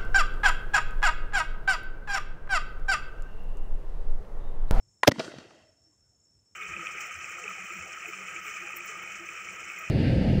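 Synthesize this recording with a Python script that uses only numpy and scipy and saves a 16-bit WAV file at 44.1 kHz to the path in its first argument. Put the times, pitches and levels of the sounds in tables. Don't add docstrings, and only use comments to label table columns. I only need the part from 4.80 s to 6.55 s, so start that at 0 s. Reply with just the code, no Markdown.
import sys
import numpy as np
from scipy import signal
from scipy.fft import rfft, irfft
from scipy.io import wavfile
from scipy.ndimage import uniform_filter1d

SR = 44100
rng = np.random.default_rng(int(sys.argv[2]) if len(sys.argv) > 2 else 0)


def inscribe(sig):
    pcm = np.round(np.clip(np.atleast_2d(sig).T, -1, 1) * 32767)
    wavfile.write(sys.argv[1], SR, pcm.astype(np.int16))


def boost_factor(decibels):
    exponent = np.asarray(decibels, float) / 20
    return 10 ** exponent


N = 77175
T = np.arange(N) / SR

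# frequency in Hz, level in dB per Hz.
CRACK_SPECTRUM = [(88, -36.5), (150, -2.5), (601, -3.5), (2650, -13.5), (6020, -16.5), (7920, -29),
                  (12400, -33.5), (14800, -27), (16000, -39)]


def rms_one(x):
    return x / np.sqrt(np.mean(x ** 2) + 1e-20)


def at_hz(points, hz):
    table = np.array(points)
    return np.interp(np.log(hz), np.log(table[:, 0]), table[:, 1])


def drift(rate_hz):
    r = np.exp(-80 * np.pi * rate_hz / SR)
    slow = signal.lfilter([1], [1, -2 * r, r * r], rng.standard_normal(N // 40 + 2002))[2000:]
    return np.interp(np.arange(N) / 40, np.arange(len(slow)), rms_one(slow))


def ring(x, hz, t60_s):
    r = boost_factor(-60 / (t60_s * SR))
    w = 2 * np.pi * hz / SR
    return signal.lfilter([0, np.sin(w)], [1, -2 * r * np.cos(w), r * r], x + 1e-18)


def soften(x, hz):
    return signal.lfilter(*signal.butter(2, min(hz, .45 * SR), fs=SR), x)


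def clicks(times_s, size):
    out = np.zeros(N)
    np.add.at(out, (np.asarray(times_s) * SR).astype(int), size)
    return out


def burst(start_s, rise_s, hold_s, t60_s):
    attack = np.clip((T - start_s) / rise_s, 0, 1)
    falling_s = np.clip(T - start_s - rise_s - hold_s, 0, 5 * t60_s)
    return attack * boost_factor(-60 * falling_s / t60_s) * (T < start_s + 5 * t60_s + .05)


def coloured(spectrum):
    hz = np.maximum(np.fft.rfftfreq(N, 1 / SR), 1)
    inside = (hz >= spectrum[0][0]) & (hz <= spectrum[-1][0])
    return rms_one(irfft(rfft(rng.standard_normal(N)) * boost_factor(at_hz(spectrum, hz)) * inside, N))


def narrow(hz, width_hz):
    t60_s = np.log(1000) / (np.pi * width_hz)
    white = rng.standard_normal(N + 4000)
    return rms_one(ring(ring(white, hz, t60_s), hz, t60_s)[4000:])


def evened(x, size):
    local_rms = np.sqrt(uniform_filter1d(x ** 2, size=size))
    return x / np.sqrt(local_rms + 0.027)


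def night():
    # frequency in Hz, level in dB per Hz.
    floor_spectrum = [(20, -21), (91, -1), (300, -7), (1000, -19), (2500, -26.5), (5000, -30),
                      (9000, -32.5), (16000, -39.5)]
    # time in seconds, rumble level in dB.
    rumble_level = [(0, -59.5), (.04, -63), (.08, -60.5), (.17, -77.5), (.50, -58), (.54, -63), (.58, -51),
                    (.75, -81), (.82, -63.5), (.86, -68), (.92, -66.5), (.98, -76), (1.04, -66),
                    (1.12, -80), (1.21, -62.5), (1.25, -73), (1.29, -63.5), (1.35, -74), (1.385, -68),
                    (1.46, -82), (1.56, -63.5), (1.63, -70), (1.69, -81.5), (1.75, -69)]
    floor_db, rumble_hz, rumble_width_hz = -74.5 - 1.5, 88, 75
    rumble = evened(narrow(rumble_hz, rumble_width_hz), size=1500)
    return boost_factor(floor_db) * coloured(floor_spectrum) + boost_factor(np.interp(T, *np.transpose(rumble_level))) * rumble


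def stroke(start_hz):
    length_s, fall = .014, .12
    u = np.arange(int(length_s * SR)) / (length_s * SR)
    return np.sin(np.pi * u) * np.sin(2 * np.pi * start_hz * length_s * (u - fall * u * u / 2))


def katydids():
    # frequency in Hz, level in dB per Hz.
    rasp_spectrum = [(3410, -38), (5800, -18.5), (5990, -12.5), (6290, -1), (6730, -0.5), (7400, -0.5),
                     (8860, -16.5), (9500, -21), (12400, -56.5), (20900, -120)]
    # start in seconds, start pitch in Hz, level in dB.
    near_strokes = [(1.015, 7950, -82), (1.105, 8110, -77), (1.195, 7970, -72), (1.275, 7890, -80),
                    (1.357, 7290, -66), (1.396, 7246, -63.5), (1.437, 7254, -64.5), (1.478, 8103, -79),
                    (1.572, 8220, -74), (1.605, 7580, -73), (1.66, 8165, -71)]
    rasp_db, far_per_s = -74, 260
    born = (rng.random(N) < far_per_s / SR) * boost_factor(3.0 * np.minimum(rng.exponential(1, N), 4))
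    pitches_hz, dealt = np.linspace(6800, 8500, 12), rng.integers(0, 12, N)
    far = 0
    for k, hz in enumerate(pitches_hz):
        strokes = signal.fftconvolve(born * (dealt == k), stroke(hz))[:N]
        far = far + boost_factor(at_hz(rasp_spectrum, .95 * hz)) * strokes
    out = boost_factor(rasp_db - 3 + 1.2 * drift(4)) * (coloured(rasp_spectrum) + boost_factor(-2) * rms_one(far))
    for start_s, hz, db in near_strokes:
        out = out + signal.fftconvolve(clicks([start_s], boost_factor(db)), stroke(hz))[:N]
    return out


def crickets():
    # time in seconds, level in dB.
    trill_level = [(.80, -78), (0.889, -66), (.94, -78.5), (1.06, -64.5), (1.18, -77.5), (1.23, -70.5),
                   (1.34, -74), (1.40, -77), (1.46, -68), (1.56, -69.5), (1.62, -80.5), (1.689, -69),
                   (1.75, -71.5)]
    early_db, trill_hz, trill_width_hz = -72, 5395, 75
    chorus_db, chorus_width_hz = -77, 170
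    times_s, db = np.transpose(trill_level)
    throb = boost_factor(np.interp(T, np.r_[.2, times_s], np.r_[early_db, db]))
    near = evened(narrow(trill_hz, trill_width_hz), size=600)
    return throb * near + boost_factor(chorus_db) * narrow(trill_hz - 40, chorus_width_hz)


def late():
    # start in seconds, length in seconds, frequency in Hz, level in dB.
    swells = [
        (.325, .055, 2150, -58),
        (.87, 0.041, 619, -68),
        (0.801, 0.16, 628, -72.5),
        (1.00, 0.17, 320, -74.5),
        (1.016, 0.094, 656, -80.5),
        (1.099, 0.071, 1056, -82),
        (1.181, 0.16, 1476, -88.5),
        (1.311, 0.052, 697, -81.5),
    ]
    sharpness = 9.17
    out = 0
    for start_s, length_s, hz, db in swells:
        swell = np.sin(np.pi * np.clip((T - start_s) / length_s, 0, 1))
        out = out + boost_factor(db) * narrow(hz, hz / sharpness) * swell
    return out


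def hollow(x):
    # frequency in Hz, width in Hz, lift in dB.
    hollows = [(330, 60, 4), (630, 90, 9), (1400, 200, 5), (1950, 200, 5), (2250, 200, -8), (2720, 150, 6),
               (3200, 250, 5), (3480, 120, -9), (4100, 200, -6), (4500, 300, 4), (7500, 500, 5),
               (12800, 2500, -6), (15200, 1000, 12)]
    hz = np.fft.rfftfreq(N, 1 / SR)
    lift_db = sum(db / (1 + (2 * (hz - centre_hz) / width_hz) ** 2) for centre_hz, width_hz, db in hollows)
    return irfft(rfft(x) * boost_factor(lift_db), N)


def rush():
    # time in seconds, level in dB.
    rush_level = [(.292, -87), (.325, -58), (.345, -50), (.385, -51), (.40, -41.5), (0.459, -44),
                  (.52, -48.5), (0.602, -51.5), (.70, -55.5), (.80, -58.5), (.90, -68), (.93, -73.5),
                  (1.4, -91.5)]
    # frequency in Hz, level in dB per Hz.
    rush_spectrum = [(35, -36), (60, -14), (216, -2.5), (535, -6), (629, -2.5), (758, -16.5), (1830, -12.5),
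                     (6150, -16), (15600, -53)]
    # frequency in Hz, change in dB per second.
    air_loss = [(60, 1), (330, -5.5), (650, -0.5), (2000, -1), (6000, -13), (9000, -40), (15000, -66)]
    times_s, db = np.transpose(rush_level)
    peak_s, settled_s = times_s[4], times_s[5]
    age_s = np.maximum(T - peak_s, 1.7 * (peak_s - T))
    edges_hz = 50 * 2 ** np.arange(0, 8.6, .5)
    white, shared, out = rng.standard_normal((2, N)), drift(30), 0
    for k, (low, high) in enumerate(zip(edges_hz, edges_hz[1:])):
        hz = np.sqrt(low * high)
        band = signal.sosfilt(signal.butter(2, [low, high], "band", fs=SR, output="sos"), white[k % 2])
        flutter_db = .3 * shared + 2.0 * drift(12)
        out = out + band * boost_factor(at_hz(rush_spectrum, hz) + at_hz(air_loss, hz) * age_s + flutter_db)
    out = hollow(out)
    level = boost_factor(np.interp(T, times_s, db, right=-140)) * (T > times_s[0])
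    return level * out / np.std(out[int(peak_s * SR):int(settled_s * SR)])


def slaps():
    # start in seconds, level in dB, length in seconds, brightness in Hz.
    wall_slaps = [(0.3113, -35, 0.0053, 7000), (0.317, -27.5, 0.0034, 10000), (0.383, -38.5, 0.0071, 3900),
                  (0.393, -28.5, 0.0062, 7460), (0.398, -32, 0.0091, 4220), (0.422, -57, .008, 5000),
                  (0.443, -41, 0.0089, 7200), (0.516, -49, 0.0068, 5000), (0.584, -43, 0.0038, 9000),
                  (0.601, -50.5, 0.0081, 5030), (.7060, -53.5, .006, 5050)]
    # start in seconds, level in dB, frequency in Hz, t60 in seconds.
    thumps = [(0.3165, -21, 1950, .018), (.3160, -30, 1250, .02), (.2915, -27, 430, .03),
              (.2985, -29.5, 250, .06), (0.3178, -21, 265, .035), (.3350, -38.5, 230, .1),
              (.3620, -36, 290, .06), (.5600, -35, 130, 0.07), (.3172, -29, 560, .025),
              (0.381, -27, 197.5, 0.081), (.3950, -23.5, 314, 0.012), (.3960, -25.5, 650, 0.063),
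              (.4006, -28.5, 650, 0.04), (.4040, -29.5, 435, .03), (0.48, -31, 340, 0.028),
              (.4410, -37.5, 640, 0.072), (0.36, -34, 964, 0.012), (.3950, -36, 2900, .02),
              (.4660, -38, 550, .03), (0.4785, -32, 1470, 0.021), (.4810, -28.5, 406, 0.012),
              (0.54, -27.5, 560, 0.0094), (0.5827, -31.5, 240, 0.022), (0.604, -47, 320, 0.038)]
    # start in seconds, level in dB, frequency in Hz, t60 in seconds.
    snap_returns = [
        (.2458, -28, 1550, .008),
        (.2490, -23.5, 1300, .01),
        (.2530, -36, 1700, .01),
        (.2480, -40, 3700, .012),
        (.2400, -36, 560, 0.018),
    ]
    slap_t60_s, thin_hz = 0.011, 130
    white, out = coloured(CRACK_SPECTRUM), 0
    for start_s, db, length_s, bright_hz in wall_slaps:
        shape = burst(start_s, 0.25 * length_s, 0.64 * length_s, slap_t60_s)
        out = out + boost_factor(db) * rms_one(soften(white, bright_hz)) * shape
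    for start_s, db, hz, t60_s in [*thumps, *snap_returns]:
        out = out + soften(ring(clicks([start_s], boost_factor(db)), hz, t60_s), 1.57 * hz)
    return signal.lfilter(*signal.butter(2, thin_hz, "high", fs=SR), out)


def sparker():
    # frequency in Hz, level in dB, t60 in seconds.
    wall_modes = [(520, -19, .014), (960, -10, .012), (1025, -4, .03), (1750, -9, .008), (1933, -3, .014),
                  (1417, -19, .025), (2338, -17, .025), (2780, -18, .02), (3252, -29, .035),
                  (4130, -19, .01), (5073, -27, .012), (6498, -25, .014), (10400, -26, .008)]
    # delay in seconds, level in dB.
    slips = [
        (-.0022, -32),
        (-.0006, -16),
    ]
    # level in dB, t60 in seconds.
    buzz_decays = [
        (-33, .018),
        (-48, .16),
    ]
    # frequency in Hz, level in dB per Hz.
    buzz_spectrum = [(1200, -6), (2000, -0.5), (3300, -0.5), (4500, -7), (7000, -10.5), (9000, -14),
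                     (10500, -10), (12000, -22), (15600, -23.5)]
    snap_s, snap_db, soft_hz, thin_hz = .2339, -8, 7000, 460
    delay_s, db = np.transpose([(0, 0), *slips])
    hit = soften(clicks(snap_s + delay_s, boost_factor(snap_db + db)), soft_hz)
    wall = sum(boost_factor(d) * ring(hit, hz, t60_s) for hz, d, t60_s in wall_modes)
    buzz = coloured(buzz_spectrum) * sum(boost_factor(d) * burst(snap_s, .0004, 0, t60_s) for d, t60_s in buzz_decays)
    return signal.lfilter(*signal.butter(3, thin_hz, "high", fs=SR), wall) + buzz


def bang():
    # start in seconds, level in dB, rise, hold and t60 in seconds.
    fronts = [
        (0.268, -32.5, 0.003, 0.0026, .01),
        (0.2727, -15.5, 0.0011, 0.0034, 0.013),
        (.2760, -9, 0.0023, 0.0028, .006),
        (0.2844, -18.5, 0.00084, 0.0024, 0.0068),
        (0.289, -29.5, 0.0032, 0.001, 0.012),
    ]
    # start in seconds, swell in seconds, level in dB, frequency in Hz, t60 in seconds.
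    air_modes = [
        (0.2727, .002, -13, 434, .08),
        (.2726, 0.00081, -14, 735, .05),
        (.2759, 0.0043, -8, 587.5, .15),
        (0.2772, 0.0045, -11, 282.6, .4),
        (.2788, .006, -12.5, 112, .3),
    ]
    tear_thin_hz = 720
    drop_s, drop_fall_s, drop_db, after_t60_s = .2880, 0.0015, -20, .09
    drop_lag_cycles = .17
    tear = coloured(CRACK_SPECTRUM) * sum(boost_factor(db) * burst(s, rise, hold, t60) for s, db, rise, hold, t60 in fronts)
    out = signal.sosfilt(signal.butter(4, tear_thin_hz, "high", fs=SR, output="sos"), tear)
    for start_s, swell_s, db, hz, t60_s in air_modes:
        since_s = np.maximum(T - drop_s - drop_lag_cycles / hz, 0)
        drop = boost_factor(drop_db * np.minimum(since_s / drop_fall_s, 1) - 60 * since_s / after_t60_s)
        tone = np.sin(2 * np.pi * hz * (T - start_s))
        out = out + boost_factor(db) * drop * burst(start_s, swell_s, 0, t60_s) * tone
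    return out


def scene():
    duck_s, duck_db, recover_s = .235, -15, .8
    duck = boost_factor(np.interp(T, [duck_s, duck_s + .005, recover_s], [0, duck_db, 0]))
    background = duck * (night() + katydids() + crickets())
    echoes = late() + rush() + slaps()
    return (background + echoes + sparker() + bang())[None]


def band_limit(x):
    return signal.sosfilt(signal.butter(12, 16800, fs=SR, output="sos"), x)


def record(dry):
    low_cut_hz, clip_top, top_hz = 85, .69, 16200
    x = signal.lfilter(*signal.butter(2, low_cut_hz, "high", fs=SR), dry)
    flattened = x / (1 + np.abs(x / clip_top) ** 6) ** (1 / 6)
    mix = signal.sosfilt(signal.cheby2(8, 30, top_hz + 400, fs=SR, output="sos"), flattened)
    return band_limit(mix)


dry = scene()
out = record(dry)
inscribe(out)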